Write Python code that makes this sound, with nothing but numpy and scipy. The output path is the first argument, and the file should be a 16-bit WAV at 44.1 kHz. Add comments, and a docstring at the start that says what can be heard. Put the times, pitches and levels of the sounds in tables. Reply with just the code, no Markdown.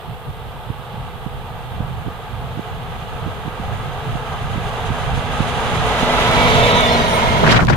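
"""A heavy truck with an oversized load approaches on a country road at night: shaped noise for its tyres,
Doppler-shifted sines for its hum, over the steady roar of vehicles far behind and the microphone's hiss. A
freshening breeze flutters at two microphone ports as modulated noise; single eddies thump them as pulses. Then
the tread whines as a harmonic series, stones tick, and wheel whistles and a trailer squeak sink in pitch. Last,
the load's wake strikes the ports as buffeting noise and short bursts while the truck's level dips sharply."""
import sys
import numpy as np
from scipy.fft import rfft, irfft, next_fast_len
from scipy.io import wavfile
from scipy.ndimage import map_coordinates

SR = 44100
rng = np.random.default_rng(int(sys.argv[2]) if len(sys.argv) > 2 else 0)


def unload_audio(sound):
    """Save the sound as a 16-bit wav file, at the path given as the first command line argument."""
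    columns = np.transpose(np.atleast_2d(sound))
    # keep every value between -1 and 1, then stretch to whole-number steps
    steps = np.round(np.clip(columns, -1, 1) * 32767)
    wavfile.write(sys.argv[1], SR, steps.astype(np.int16))


N = 342216


def amp(db):
    """Level law: decibels to an amplitude ratio."""
    return 10 ** (np.asarray(db) / 20)


def unit(x):
    """Normalisation to an rms value of 1."""
    return x / np.sqrt(np.mean(x ** 2) + 1e-20)


def clock():
    """Sampling: the time of each sample in seconds."""
    return np.arange(N) / SR


def along(points, hz):
    """Interpolation of (f/Hz, value) points on a logarithmic frequency axis."""
    f, v = np.transpose(points)
    return np.interp(np.log(hz + 1), np.log(f + 1), v)


def curves(rows):
    """Linear interpolation in time: one value per sample for each column after t/s."""
    s, *columns = np.transpose(rows)
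    return [np.interp(clock(), s, column) for column in columns]


def bell(s, spread):
    """Gaussian envelope of height 1 around time s."""
    return np.exp(-((clock() - s) / spread) ** 2)


def wobble(rate):
    """Slow random modulation: a curve of rms 1 with rate knots a second."""
    count = int(N * rate / SR) + 2
    return unit(np.interp(clock() * rate, np.arange(count), rng.standard_normal(count)))


def filtered(x, response):
    """Linear filtering: the spectrum of x times a response of frequency."""
    m = next_fast_len(N + 8192)
    return irfft(rfft(x, m) * response(np.fft.rfftfreq(m, 1 / SR)), m)[..., :N]


def rush(spectrum, alike=((100, 0),)):
    """Partially correlated noise: two ports share mid and differ by side; shaped spectrum, rms 1."""
    def response(hz):
        turn = np.arccos(np.clip(along(alike, hz), -1, 1)) / 2  # correlation as an angle
        return amp(along(spectrum, hz)) * np.array([np.cos(turn), np.sin(turn)])

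    mid, side = filtered(rng.standard_normal((2, N)), response)
    return unit(np.array([mid + side, mid - side]))


def panned(db):
    """Level difference: left and right gains of mean power 1 for a left minus right level."""
    gains = amp(np.array([[1], [-1]]) * db / 2)
    return gains / np.sqrt(np.mean(gains ** 2, axis=0))


def turbulence(spectrum, rate, lumpy_db):
    """Intermittency: air noise at the ports comes in lumps, only loosely related from port to port."""
    lumps = np.tanh(np.array([wobble(rate), wobble(rate)]) / 2) * 2  # soft limits
    return unit(rush(spectrum, [(100, 0.25)]) * amp(lumpy_db * lumps))


SPEED, DISTANCE = 17, 7  # m/s, m at closest approach
# wheel groups, tractor then trailer: closest t/s, then roar, hiss and sizzle level/dB there before trims
WHEELS = [(6.5, -17, -20.9, -34.5), (7.35, -20.5, -27.5, -40.5)]
# spreading loss of roar, hiss and sizzle: level/dB per tenfold distance
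SPREADING_DB = (20, 21.5, 19.5)
# excess loss of roar, hiss and sizzle in air and verge: level/dB per metre
AIR_DB_PER_M = (-0.0026, 0.0162, 0.1)


def tyre_levels():
    """Spreading and absorption: each wheel group fades and dulls with distance; their powers add."""
    power = 0
    for closest_s, *closest_db in WHEELS:
        metres = np.hypot(SPEED * (closest_s - clock()), DISTANCE)
        spreading_db = np.outer(SPREADING_DB, np.log10(metres / DISTANCE))
        excess_db = np.outer(AIR_DB_PER_M, metres - DISTANCE)
        power = power + amp(np.array(closest_db)[:, None] - spreading_db - excess_db) ** 2
    return 10 * np.log10(power)


# share of the near side in view: t/s, share (0-1)
NEARNESS = [(0, 0.01), (4.5, 0.06), (5.6, 0.19), (6.3, 0.87), (7.4, 1)]
# tyre noise spectra ahead (FAR) and alongside (NEAR): f/Hz, level/dB per Hz
ROAR_FAR = [(150, -23), (230, -11.5), (310, -19.5), (380, -8), (440, -1), (500, -4.5), (590, -8),
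            (710, -0.5), (860, 0), (1030, -7.5), (1230, -1), (1450, -12.5), (1700, -13), (2300, -50),
            (5000, -90)]
ROAR_NEAR = [(110, -25), (170, -0.5), (240, -7.5), (300, -11), (380, -7.5), (460, -3.5), (530, -3),
             (660, 2), (790, -6), (960, 1.5), (1120, -8), (1300, -2), (1650, -15.5), (2300, -39),
             (5000, -90)]
HISS_FAR = [(940, -27), (1600, 2), (1820, -8.5), (1970, -1), (2180, -8.5), (2340, -3.5), (2510, -6.5),
            (2700, -3.5), (3470, -6), (5200, -25), (6760, -72), (11400, -120)]
HISS_NEAR = [(900, -39), (1600, -3), (2150, 2.5), (2500, -2), (3400, 0), (4000, -4.5), (4400, -11.5),
             (5200, -17), (7000, -50), (12000, -90)]
SIZZLE_FAR = [(4000, -35), (4900, -1), (5600, -7), (6400, 1.5), (8000, -7), (9500, -2), (11000, -13),
              (13500, -19), (15000, -42)]
SIZZLE_NEAR = [(4000, -18), (4900, 0), (5600, 0), (6400, 2.5), (8000, -6.5), (9500, -5), (11000, -10),
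               (13500, -13), (15500, -21)]
# likeness of the two ports: f/Hz, correlation (clipped to 1)
ALIKE = [(200, 1.1), (500, 0.9), (800, 0.9), (1300, 0.5), (2500, 0), (4000, 0.46), (5500, -0.08),
         (12000, 0.2)]


def tyres(roar_db, hiss_db, sizzle_db):
    """Broadband tyre noise on asphalt: the spectrum crossfades in power as the near side comes into view."""
    near = np.clip(curves(NEARNESS)[0], 0, 1)

    def view(far_colour, near_colour):
        return np.sqrt(1 - near) * rush(far_colour, ALIKE) + np.sqrt(near) * rush(near_colour, ALIKE)

    texture = wobble(45)  # the road's grain shakes the treble together
    roar = amp(roar_db + 0.6 + 0.5 * wobble(12) + 0.9 * wobble(65)) * view(ROAR_FAR, ROAR_NEAR)
    hiss = amp(hiss_db + 1 + 0.5 * texture) * view(HISS_FAR, HISS_NEAR)
    sizzle = amp(sizzle_db + 1 + 1.12 * texture) * view(SIZZLE_FAR, SIZZLE_NEAR)
    return roar + hiss + sizzle


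def doppler(closest_s):
    """Doppler effect: the pitch ratio follows the speed towards the listener as a source drives past."""
    ahead = SPEED * (closest_s - clock())
    return 1 / (1 - SPEED / 343 * ahead / np.hypot(ahead, DISTANCE))


PASS_S = 6.98  # closest approach of the truck (s)
HUM_WAVER = 0.5  # phase modulation (radians)
# drivetrain tones: f/Hz at rest, level/dB against the untrimmed roar, swell level/dB, swell t/s, spread/s
HUM = [(235.4, -20, 9, 7.1, 2.2), (423.5, -18, 6, 6.6, .45), (470.8, -19, 10.5, 6.68, .22),
       (541, -32, 18, 6.55, .3), (628, -30, 16, 6.6, .22), (615, -30, 14, 7.1, .2), (687, -18, 2, 7.15, .2),
       (706.2, -30, 19, 6.88, .2), (995, -30, 13, 7.2, .15), (1241, -19, -3, 7, 1)]


def hum():
    """Tonal drivetrain radiation: Doppler-shifted sines, each with its own change of level on passing."""
    turns = np.cumsum(doppler(PASS_S)) / SR
    out = 0
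    for hz, approach_db, swell_db, s, spread in HUM:
        level = amp(approach_db + swell_db * bell(s, spread) + 2.15 * wobble(18))
        out = out + level * np.sqrt(2) * np.sin(2 * np.pi * hz * turns + HUM_WAVER * wobble(20))
    return out


# the truck's level dips sharply under the wake's blasts and partly recovers: t/s, level/dB
TRUCK_DIP = [(7.45, 0.5), (7.56, -2.5), (7.63, -12.5), (7.67, -12), (7.76, -8)]
# swing round to the left: t/s, delay/s of the right port
BEARING = [(5.6, .00001), (6.1, 0.000047), (6.45, .00013), (6.75, 0.00017), (7.05, 0.00026), (7.4, .00026)]
# balance of the ports: f/Hz, left minus right level/dB
BALANCE_DB = [(200, -1.5), (420, 1.5), (700, -2), (1200, 0), (1700, 0.5), (2380, -4), (3200, -10.5),
              (4300, -1.5), (5600, -0.5), (7200, -1), (9300, -17), (12000, -11), (15000, -1)]
SHADOW_HZ, SHADOW_LAG = 1130, 1.75  # above this f/Hz sound rounds the microphone body, delay times this


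def truck():
    """Interaural-style delay: tyres and drive reach the right port later as they move left, treble latest."""
    roar_db, hiss_db, sizzle_db = tyre_levels()
    sources = tyres(roar_db, hiss_db, sizzle_db) + amp(roar_db) * hum() + tread_whine()
    sound = sources * amp(curves(TRUCK_DIP)[0])
    left, right = filtered(sound, lambda hz: panned(along(BALANCE_DB, hz)))
    bass = filtered(right, lambda hz: hz < SHADOW_HZ)
    delay = curves(BEARING)[0]

    def late(x, s):
        return map_coordinates(x, [(clock() - s) * SR], order=5)

    return np.array([left, late(bass, delay) + late(right - bass, SHADOW_LAG * delay)])


# dull roar of the far vehicles: f/Hz, level/dB per Hz
CONVOY = [(190, -44), (330, -11.5), (406, -8), (487, -9), (530, -7.5), (651, -12), (675, -6.5), (861, -2.5),
          (1010, -9), (1050, -15), (1120, -8), (1250, -18.5), (1620, -18), (2250, -18.5), (3310, -13.5),
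          (4880, -31), (6000, -35), (7800, -63), (13200, -120)]
# their steady tones: f/Hz, level/dB
CONVOY_TONES = [(495.3, -52), (872, -53)]


def convoy():
    """Incoherent superposition: far vehicles merge into one slightly drifting roar with faint tones."""
    tones = 0
    for hz, db in CONVOY_TONES:
        level = amp(db + 1.6 * wobble(6))
        tones = tones + level * np.sqrt(2) * np.sin(2 * np.pi * hz * clock() + HUM_WAVER * wobble(8))
    roar = amp(-40.3 + 1.1 * wobble(5)) * rush(CONVOY, ALIKE)
    return filtered(roar + tones, lambda hz: panned(along(BALANCE_DB, hz)))


# flutter spectrum: f/Hz, level/dB per Hz
FLUTTER = [(15, -10), (30, -2.5), (60, 0.5), (95, 0), (125, 3.5), (165, -4), (220, -13.5), (320, -25.5),
           (600, -44), (3000, -100)]
# gusts: t/s, level/dB, spread/s
GUSTS = [(0.11, -29, .04), (0.29, -28, 0.036), (0.47, -31, .05), (1.05, -34, .12), (1.42, -33.5, 0.14),
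         (1.88, -28.5, 0.18), (2.42, -31, 0.1), (2.76, -27.5, .08), (3.17, -29.5, 0.11), (3.76, -29, 0.08),
         (4.6, -27, .12), (5.1, -25.5, .2), (5.85, -26, .15), (6.45, -21.5, 0.29)]
# flutter balance: f/Hz, left minus right level/dB
BREEZE_SIDE_DB = [(30, 3), (70, -3.5)]
BREEZE_DB, FRESHEN_DB_PER_S, SWELL_DB = -35, 1.98, 1.5  # at the start (dB), rise (dB/s), chance swell (dB)


def breeze():
    """Turbulent pressure at the ports: a freshening breeze and gusts add in power."""
    steady = amp(BREEZE_DB + FRESHEN_DB_PER_S * clock() + SWELL_DB * wobble(9))
    gusts = sum((amp(db) * bell(s, spread)) ** 2 for s, db, spread in GUSTS)
    flutter = turbulence(FLUTTER, rate=24, lumpy_db=1.5)
    balanced = filtered(flutter, lambda hz: panned(along(BREEZE_SIDE_DB, hz)))
    return np.sqrt(steady ** 2 + gusts) * balanced


# self-noise spectrum: f/Hz, level/dB per Hz
SELF_NOISE = [(3000, -8), (4800, -1), (6000, -4), (8000, 5.5), (9100, 8), (10500, 1.5), (12000, 11.5),
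              (12800, 0), (13600, 9.5), (14600, -1), (15500, 2)]


def microphone_hiss():
    """Self-noise: a stationary random hiss, stronger at the right port."""
    return amp(-53.5) * rush(SELF_NOISE) * panned(-15.0)


# thumps at a port: t/s, level/dB, spectral peak f/Hz, left minus right level/dB
EDDIES = [(.704, -12.5, 120, -16), (.944, -19, 105, -17), (1.265, -13, 150, -18), (1.806, -13, 135, -19),
          (2.065, -12, 125, -18), (2.083, -17.5, 240, -19), (2.576, -14, 135, -17), (2.595, -13, 270, -21),
          (3.264, -15.5, 130, -15), (3.28, -16, 210, -12.5), (3.462, -15, 129, -19), (3.482, -13, 145, -17),
          (3.599, -17, 160, -17), (4.156, -10, 126, -15), (4.56, -13, 135, -11), (4.582, -14, 150, -11),
          (4.906, -10, 125, -10.5), (5.178, -13.5, 110, -17), (5.406, -6, 165, -15), (6.031, -7, 165, -6)]
# ragged rim spectrum: f/Hz, level/dB per Hz
SCUFF = [(90, -7), (200, 7), (330, -1), (500, -12), (800, -16), (1500, -33), (4000, -90)]
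EDDY_SPREAD_S = 0.011  # of the ragged rim and the trail
EDDY_REBOUND = 0.68  # lopsidedness: the pressure overshoots after the dip (radians)


def eddies():
    """Vortex pressure pulse: a sharp dip and a rebound, with a ragged rim and a short trail of noise."""
    out, trail, rim = np.zeros((2, N)), rush(FLUTTER), rush(SCUFF)
    for s, db, hz, pan_db in EDDIES:
        u = 2 * np.pi * hz * (clock() - s) / 3  # scaled so that the spectrum peaks at hz
        dip = -(np.exp(1j * EDDY_REBOUND) / (1 - 1j * u) ** 4).real
        rim_noise = 0.11 * rim * bell(s, EDDY_SPREAD_S)
        trail_noise = 0.22 * trail * bell(s + EDDY_SPREAD_S, EDDY_SPREAD_S)
        out += amp(db) * (dip + rim_noise + trail_noise) * panned(pan_db)
    return out


# axles: closest t/s, tread block rate f/Hz before Doppler shift, level/dB
AXLES = [(6.7, 318.5, -1), (6.88, 318, -3), (7.01, 317, -1), (7.55, 299, -7)]
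# tread overtones: multiple of the block rate, level/dB
TREAD = [(2, -36), (3, -45), (4, -40), (6, -42), (7, -40), (8, -39), (9, -39), (10, -41), (11, -39),
         (12, -41), (13, -48), (14, -48), (15, -48), (17, -52), (19, -52)]
BEAM_S = 0.38  # an axle's whine is heard over this spread (s)
BEAM_LEAD = 0.65  # it peaks this share of the spread before the axle is closest
TREAD_FLICKER_DB = 4.5


def tread_whine():
    """Periodic impact: tread blocks slap the road; the harmonics glide down as each axle passes."""
    out = np.zeros((2, N), complex)
    for closest_s, blocks_hz, axle_db in AXLES:
        rate = blocks_hz * doppler(closest_s) * (1 + 0.0015 * wobble(90))
        phase = 2 * np.pi * np.cumsum(rate) / SR
        beam = bell(closest_s - BEAM_LEAD * BEAM_S, BEAM_S)
        for order, db in TREAD:
            level = amp(axle_db + db + TREAD_FLICKER_DB * np.minimum(wobble(22), 1)) * beam
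            heard = level > 1e-4
            tone = level[heard] * np.exp(1j * (order * phase + 0.35 * wobble(60))[heard])
            out[:, heard] += tone * np.exp(0.4j * rng.standard_normal((2, 1)))  # path differs at each port
    return np.sqrt(2) * out.real


# stones flicked by the tyres: t/s, level/dB
GRIT = [(5.868, -37), (6.315, -29.5), (6.365, -34), (6.808, -31)]
# tick spectrum: f/Hz, level/dB per Hz
STONE = [(3000, -60), (5500, -15), (7000, -4), (8700, 0), (11000, -8), (15000, -22)]


def grit():
    """Impulsive excitation: each flicked stone is one tiny bright tick, stronger at the right."""
    return sum(amp(db) * bell(s, 0.003) for s, db in GRIT) * rush(STONE) * panned(-8)


# tread overtones flaring as wheels pass: t/s, f/Hz then, spread/s, level/dB before WHISTLE_DB,
# left minus right level/dB
WHISTLES = [(6.08, 1995, .11, -35, -3), (6.21, 2650, .09, -36, -11), (6.38, 1985, .15, -30.5, -1),
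            (6.42, 2295, .12, -27.5, -5), (6.53, 4590, .07, -37, -3), (6.635, 3580, .045, -24.5, -9),
            (6.64, 2630, .11, -31, -8), (6.66, 2280, .1, -26.5, 3), (6.71, 5510, .05, -39, -10),
            (6.75, 1945, .05, -28, 3), (6.76, 3885, .065, -25, -4), (6.81, 3555, .08, -24, -8),
            (6.78, 6155, .05, -36.5, -5), (6.81, 2255, .045, -26.5, 10), (6.84, 2885, .075, -31, -5),
            (6.88, 1935, .045, -28, 7), (6.905, 3515, .055, -23.5, -9), (6.91, 4800, .035, -38, 0),
            (6.92, 5430, .055, -37.5, -2), (6.93, 2235, .06, -33, 6), (6.93, 4165, .06, -31.5, 1),
            (7.0, 1895, .09, -29.5, 0), (7.01, 4750, .035, -39, 2), (7.03, 3790, .055, -30.5, -2),
            (7.02, 6020, .07, -40, -2), (7.045, 4060, .02, -35, -1), (7.14, 5650, .05, -42, -12),
            (7.18, 2165, .06, -30.5, -7), (7.3, 2125, .08, -29.5, -8)]
# partials of a thin trailer squeak: the same columns
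SQUEAK = [(7.135, 9020, .045, -40, -8), (7.15, 9460, .03, -41.5, -8), (7.12, 10300, .05, -47, -8),
          (7.17, 12100, .035, -49, -6), (7.14, 12860, .03, -50, -6), (7.15, 13750, .024, -46, -6),
          (7.14, 15120, .035, -53, -6)]
WHISTLE_DB = -2  # added to every whistle and squeak
WHISTLE_JITTER, WHISTLE_JITTER_PER_S = 0.008, 500  # pitch roughness (share), knots per s
WHISTLE_FLICKER_DB, WHISTLE_FLICKER_PER_S = 3, 80  # level flicker (dB), knots per s
WHISTLE_SCATTER = 0.55  # phase flicker at each port (radians)


def whistles(rows):
    """Transient tones: passing parts sing out briefly, rough in pitch and sinking by the Doppler effect."""
    out, t, shift = np.zeros((2, N)), clock(), doppler(PASS_S)
    for s, hz, spread, db, pan_db in rows:
        heard = np.abs(t - s) < 3 * spread
        age = t[heard] - s

        def chance(rate):
            return np.interp((age - age[0]) * rate, np.arange(rate), rng.standard_normal(rate))

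        glide = shift[heard] / np.interp(s, t, shift)
        pitch = hz * glide * (1 + WHISTLE_JITTER * chance(WHISTLE_JITTER_PER_S))
        phase = 2 * np.pi * np.cumsum(pitch) / SR
        flicker_db = WHISTLE_FLICKER_DB * chance(WHISTLE_FLICKER_PER_S)
        level = amp(db + WHISTLE_DB + flicker_db) * np.exp(-(age / spread) ** 2)
        ports = np.array([phase + WHISTLE_SCATTER * chance(WHISTLE_FLICKER_PER_S) for _ in range(2)])
        out[:, heard] += np.sqrt(2) * level * np.sin(ports) * panned(pan_db)
    return out


# buffeting in the wake: t/s, level/dB
WAKE = [(7.2, -52), (7.42, -19.5), (7.47, -16.5), (7.535, -11.5), (7.59, -18.5), (7.625, -16),
        (7.66, -19.5), (7.7, -14), (7.76, -21)]
# buffet spectrum: f/Hz, level/dB per Hz
BUFFET = [(15, -9), (40, -2), (95, -3), (125, 5.5), (160, 5.5), (230, -2.5), (380, -4.5), (800, -27),
          (4000, -90)]


def wake():
    """Wake turbulence: air dragged behind the load buffets the ports and tears across them."""
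    return amp(curves(WAKE)[0]) * turbulence(BUFFET, rate=60, lumpy_db=2) + blasts()


# tearing blasts: t/s, spread/s, level/dB, brightest f/Hz, left minus right level/dB
BLASTS = [(7.438, .003, -7.5, 780, 1), (7.444, .006, -15, 1500, -1), (7.457, .004, -16, 1600, 3),
          (7.467, 0.0044, -11.5, 1900, 1), (7.477, .004, -10, 1900, 1), (7.482, .003, -24, 5000, -5),
          (7.5, .013, -13, 2390, 0), (7.52, 0.062, -26.5, 4515, -8), (7.52, .015, -16, 4000, -9),
          (7.526, 0.0073, -12, 1900, 2), (7.55, 0.057, -17, 1300, 1), (7.547, .008, -14, 1900, 5),
          (7.565, 0.0066, -19.5, 3800, -6), (7.573, 0.011, -14, 2500, 3), (7.594, .006, -11, 1400, -6),
          (7.607, 0.0055, -16.5, 1890, -7), (7.622, 0.017, -18.5, 1300, 6), (7.634, 0.0036, -22, 1300, 3),
          (7.62, 0.033, -36.5, 5960, -12), (7.651, .0015, -28, 5500, -12), (7.671, 0.0013, -21, 3800, -8),
          (7.687, .005, -12, 1680, 14), (7.702, .007, -11, 1490, 9), (7.702, 0.013, -26.5, 4830, -14),
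          (7.712, .006, -17, 910, 10), (7.733, 0.013, -18, 1900, 14), (7.735, 0.0046, -34, 5000, -8),
          (7.753, .008, -23, 1300, 8)]
TEAR_RISE, TEAR_FALL = 0.75, 4.16  # exponents of frequency: rise, and the fall divided into it above


def blasts(size=16384):
    """Shear bursts: shreds of the wake give short noise bursts, each with its own brightness and side."""
    out = np.zeros((2, N + size))
    age, freqs = (np.arange(size) - size // 2) / SR, np.fft.rfftfreq(size, 1 / SR)
    for s, spread, db, hz, pan_db in BLASTS:
        colour = (freqs / hz) ** TEAR_RISE / np.hypot(1, (freqs / hz) ** TEAR_FALL)
        shape = np.exp(-(age / spread) ** 2)
        burst = irfft(rfft(rng.standard_normal((2, size))) * colour) * shape
        burst *= np.sqrt(np.sum(shape ** 2) / np.sum(burst ** 2, axis=1, keepdims=True))  # equal energy
        start = round(s * SR) - size // 2
        out[:, start:start + size] += amp(db) * burst * panned(pan_db)
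    return out[:, :N]


def scene():
    """Superposition of truck, far convoy, moving air and self-noise."""
    vehicles = truck() + convoy() + grit() + whistles(WHISTLES) + whistles(SQUEAK)
    return vehicles + breeze() + microphone_hiss() + eddies() + wake()


TOP_HZ = 15750  # upper band limit


def record(dry):
    """Saturation and band limiting: the highest peaks are rounded off, nothing passes above TOP_HZ."""
    clipped = dry / (1 + np.abs(dry) ** 8) ** (1 / 8)
    return filtered(clipped, lambda hz: np.clip((TOP_HZ - hz) / 200, 0, 1))


dry = scene()
out = record(dry)
unload_audio(out)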